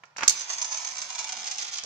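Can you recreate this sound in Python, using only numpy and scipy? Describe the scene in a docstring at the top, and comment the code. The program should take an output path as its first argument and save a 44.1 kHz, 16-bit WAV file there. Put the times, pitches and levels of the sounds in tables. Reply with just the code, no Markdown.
"""A glass marble drops onto a hard tabletop, bounces twice and rolls away in a chatter of tiny skips.
Each contact is an impulse that excites the resonances of marble and top and keeps them ringing.
Before the drop, the marble knocks down the bore of a small plastic slide. A hand picks among the
marbles in a plastic tub and bumps the slide again; a small living room reverberates."""
import sys
import numpy as np
from scipy import signal
from scipy.fft import rfft, irfft
from scipy.io import wavfile
from scipy.ndimage import uniform_filter1d

SR = 44100
rng = np.random.default_rng(int(sys.argv[2]) if len(sys.argv) > 2 else 0)


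def wav_out(sig):
    """Save sig, one row per channel (or a flat mono array), as 16-bit PCM at SR to the path in sys.argv[1]."""
    wavfile.write(sys.argv[1], SR, np.round(np.clip(np.atleast_2d(sig).T, -1, 1) * 32767).astype(np.int16))


N = 81585


# The drop and its bounces. Each row: start in seconds, level in dB.
LANDING_BLOWS = [(.2788, 16), (.2944, 9.5), (.3034, 1.5)]
# Spectrum of a hard blow. Each row: frequency in Hz, relative level in dB.
IMPACT_SPECTRUM = [(40, -45), (180, -19), (450, -20.5), (1400, -17.5), (3400, -6.5), (4800, 2.5), (6400, 0),
                   (7400, -2), (8400, -9.5), (10500, -18.5), (15500, -29)]

def landing():
    """Impact excitation: the marble strikes the top and bounces, setting the modes of both ringing."""
    blows = convolve(impulses(LANDING_BLOWS), ring(t60=0.022, crack_db=-18))
    return room(convolve(blows, colour(IMPACT_SPECTRUM, table_modes(0))), wet_db=-7.5)


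# Rolling contact. Each row: time in seconds, force level in dB, treble gain in dB.
ROLL_CURVE = [(.29, -58, -5), (.38, -38, 6), (.47, -34.5, -6.5), (.54, -39, 1.5), (.7, -35.5, -1),
              (.88, -35, -1), (1.08, -37.5, -2), (1.3, -35, -1.5), (1.41, -35, -3), (1.47, -32, -2),
              (1.54, -46.5, 4), (1.6, -33.5, -1), (1.7, -40.5, -0.5), (1.76, -35, 1), (1.85, -58, 4)]
# The top's hollow note, sinking near the edge. Each row: time in seconds, frequency in Hz, gain in dB.
HOLLOW_NOTE = [(.4, 970, -9), (.7, 993, 15.5), (1.03, 1028, 6.5), (1.3, 848, 3.5), (1.47, 843, 5),
               (1.56, 890, -1)]

def rolling(spots=12, contacts_per_s=1500, slowing_s=1.2, spread_db=7.5):
    """Rolling noise: random contacts, thinning as the marble slows, drive the top spot after spot."""
    t = np.arange(N) / SR
    level_db, treble_db = curves(ROLL_CURVE)
    hollow_hz, hollow_db = curves(HOLLOW_NOTE)
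    rate = contacts_per_s * np.exp(-t / slowing_s)
    contacts = rng.random(N) < rate / SR
    strength = amp(spread_db * np.minimum(rng.standard_normal(N), 1))
    grit = unit_rms(contacts * strength / np.sqrt(rate))  # even power as the contacts thin out
    landed = t > LANDING_BLOWS[0][0]
    force = grit * amp(level_db) * landed + amp(-1.5) * skips()
    place = np.round(t / t[-1] * (spots - 1))
    top = sum(table_spot(force * (place == k), k / (spots - 1)) for k in range(spots))
    body = lowpass(top, 4000)
    top = body + amp(treble_db) * (top - body)
    hollow = resonate(top * amp(hollow_db), hollow_hz, width_hz=55)
    return room(top + hollow, wet_db=-5.0)


# The rolling marble's larger skips. Each row: start in seconds, relative level in dB.
SKIPS = [(.409, -4), (.4935, -1.5), (.500, 2), (.5045, -1), (.522, -6), (.533, -3.5), (.5828, -3.5),
         (.6152, -1), (.6185, -3.5), (.645, -1.5), (.719, -3.5), (.726, -3.5), (.743, -3), (.782, -6.5),
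         (.8377, -15), (.847, -3), (.872, -3.5), (.887, -7.5), (.969, -6), (.982, -3.5), (1.0168, -1),
         (1.1016, -5.5), (1.15, -5.5), (1.181, -7), (1.19, -1.5), (1.2005, -4), (1.2428, -2.5), (1.291, -4),
         (1.3211, -3), (1.368, -5.5), (1.443, -7), (1.4743, -2.5), (1.512, -5.5), (1.515, -9.5),
         (1.525, -29), (1.583, -4), (1.591, -6), (1.622, -6), (1.645, -11), (1.677, -13), (1.731, -8.5),
         (1.737, -6), (1.783, -5.5)]

def skips(rebound_s=0.004, rebound_db=-3):
    """Inelastic rebound: a softer impulse follows each skip a few milliseconds later."""
    gaps = rebound_s * rng.uniform(.5, 2, len(SKIPS))
    rebounds = [(s + gap, db + rebound_db) for (s, db), gap in zip(SKIPS, gaps)]
    return impulses(SKIPS) + impulses(rebounds)


# Spectrum of the tabletop. Each row: frequency in Hz, relative level in dB.
TABLE_SPECTRUM = [(40, -30), (200, -29), (480, -19), (720, -8.5), (1900, -8.5), (2500, -6), (3800, -5.5),
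                  (5000, 0), (6400, 0), (7400, -11.5), (8500, -18.5), (10500, -32), (15000, -49.5)]

def table_spot(force, way):
    """Impulse response: the top answers a force at one spot, from way 0 (slide) to 1 (far end)."""
    waves = convolve(force, disperse(ring(t60=0.022, crack_db=-9), way))
    return convolve(waves, colour(TABLE_SPECTRUM, table_modes(way, scatter=0.33)))


# Resonances of marble and top. Each row: frequency in Hz, bandwidth in Hz,
# lift near the slide in dB, lift at the far end in dB.
TABLE_MODES = [(2305, 170, 6, 7), (3450, 460, 2, 10.5), (4520, 690, 0.5, 5.5), (5155, 160, 5.5, 6),
               (6157, 60, 15.5, 5), (6306, 278, 11.5, 8.5), (7190, 187, 11, 7.5)]

def table_modes(way, scatter=0):
    """Modal response depends on the point struck; scatter varies tuning and strength at random."""
    hz, width, near_db, far_db = np.transpose(TABLE_MODES)
    detune, lift = scatter * rng.uniform(-1, 1, (2, len(TABLE_MODES)))
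    lift_db = near_db + way ** 3 * (far_db - near_db) + 2 * lift
    return np.transpose([hz * (1 + 0.004 * detune), width, lift_db])


def disperse(x, way, chirp_s=0.0026, fastest_hz=9000):
    """Dispersion: treble crosses the top faster than bass, so a distant click is a falling chirp."""
    size = 2 * x.shape[1]
    hz = np.fft.rfftfreq(size, 1 / SR)
    delay = way * chirp_s * (np.sqrt(fastest_hz / np.clip(hz, 500, fastest_hz)) - 1)
    phase = -2 * np.pi * np.cumsum(delay) * SR / size
    return irfft(rfft(x, size) * np.exp(1j * phase))[:, :size // 2]


# Knocks on the slide. Each row: start in seconds, level in dB.
SLIDE_KNOCKS = [(0.0356, -17.5), (.163, -14.5), (.183, -7.5), (.191, -9), (.208, -6), (0.2226, -4),
                (0.229, -5.5), (.2325, 3), (.278, -10), (1.836, -21)]
# Spectrum of the plastic. Each row: frequency in Hz, relative level in dB.
SLIDE_SPECTRUM = [(40, -22.5), (200, -9.5), (450, -10), (850, 1.5), (2600, 1.5), (3600, -12.5),
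                  (6500, -15.5), (9000, -39), (15000, -87)]
# Resonances of the bore. Each row: frequency in Hz, bandwidth in Hz, lift in dB.
BORE_MODES = [(940, 43, 0.5), (1414, 40, 8)]

def slide():
    """Cavity resonance: the bore gives each short knock on the plastic a hollow sound."""
    knocks = sum(convolve(impulses([row]), ring(t60=0.038, crack_db=-9)) for row in SLIDE_KNOCKS)
    return room(convolve(knocks, colour(SLIDE_SPECTRUM, BORE_MODES)), wet_db=-12.5)


# Marbles clicking in hand and tub. Each row: start in seconds, level in dB.
GLASS_TICKS = [(.055, -34), (.1695, -13), (.183, -10.5), (.208, -16), (.233, -5), (.237, -8), (1.19, -6.5),
               (1.837, -8)]
# Spectrum of a click. Each row: frequency in Hz, relative level in dB.
GLASS_SPECTRUM = [(200, -64), (2000, -12), (3800, 0), (5200, 7.5), (6000, 10), (7300, -0.5), (8500, -18),
                  (15500, -36)]
# Resonance of clicking glass. 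Each row: frequency in Hz, bandwidth in Hz, lift in dB.
GLASS_MODES = [(5550, 220, 3.3)]

def glass_ticks():
    """Hard contact: glass meets glass or hard plastic so briefly that the click is bright."""
    ticks = convolve(impulses(GLASS_TICKS), ring(t60=0.016, crack_db=-4))
    return room(convolve(ticks, colour(GLASS_SPECTRUM, GLASS_MODES)), wet_db=-2)


# The hand on tub and slide. Each row: start in seconds, relative level in dB, frequency in Hz.
HAND_BUMPS = [(1.359, -32, 297), (1.834, -20.5, 420)]

def hand_bumps():
    """Soft contact: a hand on plastic excites a low, damped resonance, heard as a thud."""
    thuds = 0
    for s, db, hz in HAND_BUMPS:
        blow = convolve(impulses([(s, db)]), ring(t60=0.098, crack_db=-17))
        thuds += resonate(blow, np.full(N, hz), width_hz=180)
    return room(amp(15) * lowpass(thuds, 800), wet_db=5.5)


# Reverberation of the room. Each row: frequency in Hz, time to fall 60 dB in seconds.
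ROOM_T60 = [(150, 0.4), (800, 1.03), (3000, 0.55), (6500, 0.18), (14000, 0.23)]

def room(x, wet_db, onset_s=0.0042, size=16384):
    """Reverberation: the direct sound is joined by a diffuse tail whose treble dies first."""
    hz, t, noise = signal.stft(noise_pair(size), SR, nperseg=256)
    decay = amp(-60 * t / at_frequency(ROOM_T60, hz)[:, None])
    tail = signal.istft(noise * decay * np.minimum(t / onset_s, 1), SR, nperseg=256)[1]
    return x + amp(wet_db) * convolve(x, tail / np.linalg.norm(tail[0]))


# Spectrum of the room's background. Each row: frequency in Hz, relative level in dB.
AIR_SPECTRUM = [(25, -13), (70, -11), (135, 9.5), (250, -14), (900, 7.5), (2500, -9), (6000, -8),
                (9000, -33), (15000, -39)]

def air(level_db=-64):
    """Ambient noise: a quiet, steady, coloured background fills the room."""
    return amp(level_db) * unit_rms(convolve(noise_pair(N), colour(AIR_SPECTRUM)))


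def ring(t60, crack_db, rise_s=0.00042, size=4096):
    """Diffuse vibration: a crack, then waves that build up and die away with no favoured pitch."""
    t = np.arange(size) / SR
    envelope = amp(-60 * t / t60) * (1 - np.exp(-t / rise_s))
    waves = noise_pair(size) * envelope / np.linalg.norm(envelope)
    waves[:, 0] += amp(crack_db)
    spectrum = rfft(waves, 2 * size)
    smooth_power = uniform_filter1d(abs(spectrum) ** 2, size=101, axis=1)
    return irfft(spectrum / np.sqrt(smooth_power))[:, :size]


# Stereo balance. Each row: frequency in Hz, left minus right level in dB.
BALANCE = [(200, 2), (950, -3), (1900, -6.5), (3400, 0), (5500, -3.5), (6400, -6), (7500, -13),
           (15000, -11)]

def colour(spectrum, modes=(), size=8192):
    """Minimum-phase filter of unit energy: a broad spectrum, resonance peaks and stereo balance."""
    hz = np.fft.rfftfreq(size, 1 / SR)
    peaks = 1 + sum((amp(db) ** 2 - 1) / (1 + (2 * (hz - f) / width) ** 2) for f, width, db in modes)
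    balance_db = np.outer([.5, -.5], at_frequency(BALANCE, hz))
    gain = amp(at_frequency(spectrum, hz) + balance_db) * np.sqrt(np.maximum(peaks, .1))
    log_gain = np.log(np.hstack([gain, gain[:, -2:0:-1]]))
    response = np.exp(signal.hilbert(log_gain).conj())
    taps = np.fft.ifft(response).real[:, :size // 2]
    return taps / np.sqrt(np.sum(taps ** 2) / 2)


def resonate(x, hz, width_hz):
    """Forced resonance: a damped oscillator of gain 1 whose tuning follows the curve hz."""
    turn = np.exp(2j * np.pi * np.cumsum(hz) / SR)
    pole = np.exp(-np.pi * width_hz / SR)
    return 2 * (turn * signal.lfilter([1 - pole], [1, -pole], x / turn)).real


def noise_pair(count, mono_hz=805):
    """Partial coherence: two channels of white noise, alike in the bass."""
    left, other = rfft(rng.standard_normal((2, count)))
    coherence = 1 / (1 + (np.fft.rfftfreq(count, 1 / SR) / mono_hz) ** 4)
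    right = coherence * left + np.sqrt(1 - coherence ** 2) * other
    return irfft(np.array([left, right]), count)


def impulses(rows):
    """Ideal impacts: one impulse for each row of start in seconds and level in dB."""
    out = np.zeros(N)
    for s, db in rows:
        out[min(round(s * SR), N - 1)] += amp(db)
    return out


def convolve(x, response):
    """Linear filtering by a two-channel impulse response."""
    return signal.fftconvolve(np.atleast_2d(x), response, axes=1)[:, :N]


def lowpass(x, hz):
    """Second-order roll-off above hz."""
    return signal.sosfilt(signal.butter(2, hz, fs=SR, output="sos"), x)


def curves(points):
    """Linear interpolation of each column over time."""
    s, *columns = np.transpose(points)
    return [np.interp(np.arange(N) / SR, s, column) for column in columns]


def at_frequency(points, hz):
    """Interpolation on a log-frequency axis."""
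    f, value = np.transpose(points)
    return np.interp(np.log(hz + 1), np.log(f + 1), value)


def amp(db):
    """Amplitude ratio from decibels."""
    return 10 ** (np.asarray(db) / 20)


def unit_rms(x):
    """Normalisation to rms 1."""
    return x / np.sqrt(np.mean(x ** 2) + 1e-20)


def scene():
    """Superposition: slide, table and tub sound in one room."""
    return slide() + glass_ticks() + landing() + rolling() + hand_bumps() + air()


def record(dry, edge_hz=15700):
    """Clipping and band limiting: the landing just overloads, then the highest treble is cut."""
    band_limit = signal.firwin(511, edge_hz, window=("kaiser", 9), fs=SR)
    return signal.oaconvolve(np.clip(dry, -1, 1), band_limit[None], "same")


dry = scene()
out = record(dry)
wav_out(out)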